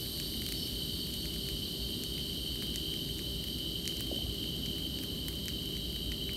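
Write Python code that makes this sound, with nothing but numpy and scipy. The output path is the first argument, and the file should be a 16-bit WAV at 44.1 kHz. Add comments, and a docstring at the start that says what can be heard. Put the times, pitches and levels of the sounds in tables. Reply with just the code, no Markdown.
"""Campfire and crickets at dusk

Close to the microphone a small campfire in a pine clearing pops: sharp pulses with splintering noise.
A cricket chorus near 3 kHz is built from wing strokes; smaller crickets above it are wavering sines
and a noise crowd, and katydids buzz in the treble as noise pulsed by wing cycles.
Far off lie rumble, machine hum and soft hiss, all shaped noise and sines; one cluster of damped
sines thuds in the distance. Sparse dying echoes place the insects, fire and thuds among the trunks."""
import sys
import numpy as np
from scipy import signal
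from scipy.fft import rfft, irfft
from scipy.io import wavfile
from scipy.ndimage import map_coordinates

SR = 44100
rng = np.random.default_rng(int(sys.argv[2]) if len(sys.argv) > 2 else 0)


def file_out(sig):
    """Save sig as 16-bit WAV at sys.argv[1]."""
    # one column per channel
    cols = np.atleast_2d(sig).T
    # limit, then scale
    lim = np.clip(cols, -1, 1)
    pcm = np.round(lim * 32767).astype(np.int16)
    wavfile.write(sys.argv[1], SR, pcm)


N = 280476
TIME = np.arange(N) / SR
FREQS = np.fft.rfftfreq(N, 1 / SR)

# loud bursts in the burning wood, before the pit colour: (time [s], body at 2.2 kHz [dB],
# snap at 7 kHz [dB re body], tick at 14 kHz [dB re body])
LOUD_POPS = [(0.2003, -11.5, 0, -12), (0.339, -17, -9, -14), (0.42, -10.5, -12, -20), (0.465, -9.5, -6, -9),
             (0.489, -13.5, -2, 0), (0.5235, -9.5, -3, -5), (0.675, -19, 0, -3), (1.1405, -25, 6, 7),
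             (1.256, -11, -9, -13), (1.3408, -15.5, -6, -8), (1.4879, -9, -9, -8.5), (2.037, -14, -0.5, -1),
             (2.18, -9.5, -13, -24), (2.6238, -9, -13, -10.5), (2.7593, -7, 0, -9), (2.94, -13, -8, -12),
             (3.185, -26, 8, 2), (3.192, -13, -6, -19), (3.4405, -17, -3.5, -1), (3.586, -18, -4, -3),
             (3.856, -13, -2, -14), (3.8771, -5, 0.5, -12), (3.9699, -20, 7, -3), (4.0074, -13, -6, 3),
             (4.441, -16.5, -8, -13), (4.6606, -13.5, -1, -17), (4.988, -11, -9, -13),
             (5.0366, -14.5, -6, -3), (5.284, -10.5, -4, 2), (5.4574, -23, 3, 5), (5.4828, -8, 0, -14),
             (5.7685, -11, -11, -26), (6.1193, -6.5, -10, -25), (6.2923, -5.5, -25, -31),
             (6.3337, -20, -8, 0)]
# colour that the logs and the ground give every burst: (frequency [Hz], gain [dB])
PIT_COLOUR = [(1300, -5), (2100, 0.5), (3400, -2), (4400, 3.5), (5200, -1.5), (5800, 1), (6650, -0.5),
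              (7400, 0), (8400, -2), (9600, 3), (10400, -1), (11400, 2), (16000, -4)]
# nearest crickets of the chorus: (pitch [Hz], wing strokes [1/s], level among themselves [dB])
NEAR_CRICKETS = [(3092, 66.6, 0), (3055, 68.3, -3.5), (3085, 72, -4)]
# chorus with its echoes: (time [s], level [dB])
CHORUS_LEVEL = [(0.0, -46), (0.39, -44), (2.32, -42), (2.97, -39.5), (3.06, -43), (4.53, -40.5),
                (5.12, -43.5), (6.36, -41)]
# small crickets holding one note, before the echoes and trim:
# (start [s], end [s], pitch [Hz], level [dB], pitch scatter [share of pitch])
HELD_TRILLS = [(.55, .7, 5270, -48, .028), (0, 3.2, 4620, -56, .02), (3.1, 6.4, 4035, -57, .009),
               (3.8, 6.1, 4510, -58.5, .007)]
# small crickets chirping at an even pace, before the echoes and trim:
# (start [s], end [s], chirp period [s], pitch [Hz], level at the start [dB], level change [dB/s])
CHIRP_BOUTS = [(.13, .28, .15, 4445, -42.5, 0), (.5, 2.58, .208, 4462, -43, -3),
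               (5.42, 6.6, .24, 3895, -49.5, 0)]
# spectral shape of the far small crickets: (frequency [Hz], relative density [dB per Hz])
CROWD_SPECTRUM = [(2900, -48), (3300, -4), (3450, -7), (3650, -3), (3930, 3), (4250, 0.5), (4620, 2.5),
                  (4800, -4), (5020, -10), (5300, -10), (5950, -15), (6150, -13.5), (7200, -29.5),
                  (9000, -45)]
# katydids, before their common fade: (wing cycles [1/s], centre [Hz], nominal width [Hz],
# level at the start [dB], level at the end [dB], share of the rasp repeating each cycle [0-1])
KATYDID_SINGERS = [(154.8, 12550, 760, -8, 1, 0.71), (166.2, 11770, 1460, -3.5, -2.5, 0.23),
                   (159, 12900, 1500, 0.5, -31, .1), (171.3, 8640, 1200, -3.5, -4.5, .15),
                   (177.3, 9600, 600, -5.5, -16, .1)]
# dull far thuds, before the echoes: (time [s], peak of the envelope [dB], pitch [Hz])
FAR_THUDS = [(4.114, -30.5, 560), (4.126, -31, 328), (4.186, -42, 640), (4.213, -48, 680),
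             (4.262, -45, 620)]
# spectral shape of the distant rumble: (frequency [Hz], relative density [dB per Hz])
RUMBLE_SPECTRUM = [(15, -22), (31, -20), (43, -1), (58, 8), (85, 0), (130, -0.5), (240, 0), (320, -3),
                   (400, -8.5), (460, -14), (620, -19), (760, -26.5), (1100, -30.5), (3000, -45)]
# brief booms in the deepest rumble: (time [s], rise above the usual level [dB])
DEEP_BOOMS = [(4.255, 11.5), (6.08, 9), (6.31, 6.5)]
# one slow swell of the upper rumble: (time at the top [s], half length [s], rise [dB])
RUMBLE_SWELL = (4.73, .7, 1.75)
# machine hum, before its wavering: (frequency [Hz], level [dB])
HUM_TONES = [(56.5, -58), (59.5, -54), (120, -60.5), (140, -57), (164, -54.5), (327.5, -56.5), (397, -55),
             (476, -80), (595, -66.5), (675, -82.5), (712, -77.5)]
# spectral shape of the night air: (frequency [Hz], relative density [dB per Hz])
AIR_SPECTRUM = [(100, 0), (800, -3), (1300, -0.5), (2200, 1.5), (5000, 0), (7500, 3), (9000, 6.5),
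                (10400, -7), (12000, 6), (14500, -1.5), (16000, -7)]

# faint crackles: weakest body, rise of the strongest above it, scatter in time round a loud pop
CRACKLE_DB, CRACKLE_RANGE_DB, FLURRY_S = -28.5, 10.5, .035
# a chirping cricket tires: its note sags, and the dips between chirps open up
SAG_HZ_PER_S, CHIRP_DIP_DB, DIP_OPENS_S = 30, -14, .7
# the crowd and the katydids die down steadily from these levels
CROWD_DB, CROWD_DB_PER_S = -43.5, -0.74
KATYDID_DB, KATYDID_DB_PER_S = -52, -1.1
RUMBLE_DB, DEEP_DB, DEEP_EDGE_HZ, BOOM_S = -43.8, -47.5, 88, 0.043
EDGE_HZ = 15780  # upper edge of the recorder's band


def fire(count=120):
    """Loud pops, tiny crackles crowding round them and at random; the ground and the trees echo them."""
    out = np.zeros(N)
    for s, *burst in LOUD_POPS:
        add(out, s, pop(*burst))
    flurries = np.array(LOUD_POPS)[:, 0] + FLURRY_S * rng.standard_normal(len(LOUD_POPS))
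    scattered = rng.random(count) * N / SR
    for s in np.r_[flurries, scattered]:
        strength, snap, tick = rng.random(3)
        body_db = CRACKLE_DB + CRACKLE_RANGE_DB * strength ** 3  # mostly weak
        add(out, s, pop(body_db, -8 + 8 * snap, -11 + 10 * tick))
    near = forest(out, wet_db=-15.0, t60=0.15)
    far_echo = forest(out, wet_db=7, t60=0.52) - out
    return near + gain_of(-18.5) * far_echo


def pop(body_db, snap_db, tick_db, size=1024):
    """A gas pocket bursts: one sharp pulse, then a few ms of splintering."""
    hz, t = np.fft.rfftfreq(size, 1 / SR), np.arange(size) / SR
    colour = read([(2200, 0), (7000, snap_db), (14000, tick_db)], hz) + read(PIT_COLOUR, hz)
    # a tick stronger than the snap lets the burst reach lower
    corner_hz = np.interp(tick_db - snap_db, [0, 5], [1700, 800])
    low_cut = np.sqrt(1 + (corner_hz / (hz + 1)) ** 8)
    gain = gain_of(body_db + colour) / low_cut + 1e-5
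    # minimum phase: the pulse starts at once, with nothing ahead of it
    log_gain = np.log(np.r_[gain, gain[-2:0:-1]])
    pulse = np.fft.ifft(np.exp(np.conj(signal.hilbert(log_gain)))).real
    splinters = rng.standard_normal(size) * np.exp(-t / 0.0018)
    splinters /= np.linalg.norm(splinters)
    return np.r_[pulse, np.zeros(size - 1)] + 0.46 * signal.fftconvolve(pulse, splinters)


def chorus(count=9):
    """A few near crickets, each swelling on its own, beat against many far ones."""
    near, far = np.zeros(N), np.zeros(N)
    for hz, strokes, db in NEAR_CRICKETS:
        song = cricket(hz, strokes, glide=.042, duty=.7, unsteady=0.003984)
        near += gain_of(db + 1.0 * drift(7.2)) * song
    for hz in np.linspace(2810, 3150, count):
        song = cricket(hz, rng.uniform(55, 80), glide=.045, duty=.85)
        far += gain_of(-abs(hz - 3060) / 19) * song  # strongest near 3060 Hz
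    near = forest(evened(near), wet_db=-5.5, t60=0.33)
    far = forest(evened(far), wet_db=-0.5, t60=1.0)
    return gain_of(curve(CHORUS_LEVEL)) * evened(near + gain_of(-4.0) * far)


def cricket(hz, strokes, glide=.06, duty=.6, unsteady=0.005904):
    """Each wing closing rings the wing for a few ms, falling in pitch as it slows; no two are alike."""
    turns = np.cumsum(strokes * (1 + .015 * drift(4))) / SR + rng.random()
    along = np.minimum(turns % 1 / duty, 1)  # progress of the closing, then a rest
    stroke = turns.astype(int)
    force, detune, phase = rng.standard_normal((1000, 3))[stroke].T
    pitch = hz * (1 + glide * (.5 - along) + unsteady * detune)
    ring = np.sin(2 * np.pi * (np.cumsum(pitch) / SR + phase))
    return evened(gain_of(1.7 * force) * np.sin(np.pi * along) * ring)


def small_crickets():
    """Single chirps and trills, echoed by the trunks, stand in front of a fading crowd."""
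    singles = chirper()
    for start, end, hz, db, scatter in HELD_TRILLS:
        singles += gain_of(db) * gate(start, end) * trill(hz, scatter)
    singles = forest(singles, wet_db=-11.5, t60=0.62)
    return gain_of(-3.5) * singles + gain_of(CROWD_DB + CROWD_DB_PER_S * TIME) * cricket_crowd()


def chirper():
    """Small crickets swell once in every chirp; a bout starts as a slur and its dips deepen."""
    out = np.zeros(N)
    for start, end, period, hz, db, db_per_s in CHIRP_BOUTS:
        age = np.clip(TIME - start, 0, end - start)
        dip = np.cos(np.pi * age / period) ** 4 * np.minimum(age / DIP_OPENS_S, 1)
        note = trill(hz - SAG_HZ_PER_S * age, scatter=.002)
        out += gain_of(db + db_per_s * age + CHIRP_DIP_DB * dip) * gate(start, end) * note
    return out


def trill(hz, scatter):
    """A small cricket's nearly pure note, rough from its strokes and slowly swelling."""
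    pitch = hz * (1 + 0.00203 * drift(10.5) + scatter * drift(600))
    force = gain_of(0.82 * drift(9)) * (1 + 0.2 * drift(65))
    return evened(force * tone(pitch))


def cricket_crowd(count=45):
    """Far singers, their notes blurred by distance, are narrow noise lines over an even bed."""
    notes = np.linspace(3350, 7000, count) + 22 * rng.standard_normal(count)
    lines = sum(rng.uniform(.3, 1) / (1 + ((FREQS - hz) / 9) ** 2) for hz in notes)
    return noise(gain_of(read(CROWD_SPECTRUM, FREQS)) * np.sqrt(0.21 + lines))


def katydids(size=280):
    """A file rasps twice in each wing cycle, its teeth ringing a broad wing resonance."""
    out = np.zeros(N)
    for rate, hz, width, first_db, last_db, repeats in KATYDID_SINGERS:
        turns = np.cumsum(rate * (1 + .001 * drift(3))) / SR
        # one noise pattern read afresh each cycle, mixed with noise that never repeats
        teeth = map_coordinates(rng.standard_normal(size), [turns % 1 * size], order=3, mode="grid-wrap")
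        rasp = np.sqrt(repeats) * teeth + np.sqrt(1 - repeats) * rng.standard_normal(N)
        strokes = 1 + 1.1 * np.cos(4 * np.pi * turns) + .3 * np.cos(2 * np.pi * turns)
        strokes = np.maximum(strokes, 0)
        wing = 1 / (1 + ((FREQS - hz) / (0.72 * width)) ** 2) ** 1.8
        out += gain_of(np.linspace(first_db, last_db, N)) * shaped(rasp * strokes, wing)
    return out * gain_of(KATYDID_DB + KATYDID_DB_PER_S * TIME)


def thuds():
    """Heavily damped low knocks with a tail from the woods."""
    out, t = np.zeros(N), np.arange(SR // 10) / SR
    age = t / 0.0022  # the envelope peaks at 2.2 ms
    for s, db, hz in FAR_THUDS:
        add(out, s, gain_of(db) * age ** 2 * np.exp(2 - 2 * age) * np.sin(2 * np.pi * hz * t))
    return forest(out, wet_db=-7.5, t60=0.44)


def distant_rumble():
    """Low noise split by depth: the upper part swells once, the deepest part booms briefly."""
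    colour = gain_of(read(RUMBLE_SPECTRUM, FREQS))
    deep = 1 / (1 + (FREQS / DEEP_EDGE_HZ) ** 8)  # share of the power
    top_s, half_s, rise_db = RUMBLE_SWELL
    upper = gain_of(RUMBLE_DB + rise_db * hump(top_s, half_s)) * noise(colour * np.sqrt(1 - deep))
    boom_db = sum(db * hump(s, BOOM_S) for s, db in DEEP_BOOMS)
    return upper + gain_of(DEEP_DB + boom_db) * noise(colour * np.sqrt(deep))


def machine_hum():
    """Steady tones of a far machine, each wavering on its own in level and pitch."""
    out = np.zeros(N)
    for hz, db in HUM_TONES:
        level = gain_of(db + 1.08 * drift(2.8))
        out += level * evened(tone(hz * (1 + 0.00268 * drift(2.09))))
    return out


def night_air():
    """A soft hiss of shaped noise, fading slightly."""
    return gain_of(np.linspace(-52, -54.5, N)) * noise(gain_of(read(AIR_SPECTRUM, FREQS)))


def forest(x, wet_db, t60):
    """Trunks scatter the sound back as sparse, dying echoes, about 2000 a second after 3 ms."""
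    t = np.arange(SR) / SR
    taps = rng.standard_normal(SR) * (rng.random(SR) < 2000 / SR) * (t > .003)
    taps *= np.exp(-np.log(1000) * t / t60)  # 60 dB down after t60 seconds
    return x + gain_of(wet_db) * signal.fftconvolve(x, taps / np.linalg.norm(taps))[:N]


def gain_of(db):
    """Decibels to amplitude."""
    return 10 ** (np.asarray(db) / 20)


def evened(x):
    """Scaled to an rms of one."""
    return x / np.sqrt(np.mean(x ** 2) + 1e-20)


def read(points, hz):
    """A spectrum joined by straight lines over log frequency."""
    f, value = np.transpose(points)
    return np.interp(np.log(hz + 1), np.log(f + 1), value)


def curve(rows):
    """A control curve at every sample."""
    return np.interp(TIME, *np.transpose(rows))


def gate(start, end):
    """Open from start to end, with 30 ms edges."""
    return np.clip(np.minimum(TIME - start, end - TIME) / .03, 0, 1)


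def hump(s, width):
    """A smooth rise and fall around time s."""
    return np.exp(-((TIME - s) / width) ** 2)


def add(mix, s, sound):
    """Mixes a sound in at time s."""
    part = mix[max(round(s * SR), 0):][:len(sound)]
    part += sound[:len(part)]


def tone(pitch):
    """A sine that follows a moving pitch in Hz, from a random phase."""
    return np.sin(2 * np.pi * (np.cumsum(pitch) / SR + rng.random()))


def shaped(x, gain):
    """Filters by a gain per frequency; rms one."""
    return evened(irfft(rfft(x) * gain, N))


def noise(gain):
    """Noise with the given gain per frequency; rms one."""
    return shaped(rng.standard_normal(N), gain)


def drift(rate):
    """Slow chance of rms one, up to about rate changes a second."""
    return noise(np.exp(-(FREQS / rate) ** 2) * (FREQS > 0))


def scene():
    """Everything, near and far, as it reaches one microphone."""
    insects = chorus() + small_crickets() + katydids()
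    background = distant_rumble() + machine_hum() + night_air()
    return (fire() + insects + thuds() + background)[None]


def record(dry):
    """The recorder's band limit: a steep low-pass."""
    low_pass = signal.firwin(511, EDGE_HZ, window=("kaiser", 9), fs=SR)
    return signal.oaconvolve(dry, low_pass[None], "same")


dry = scene()
out = record(dry)
file_out(out)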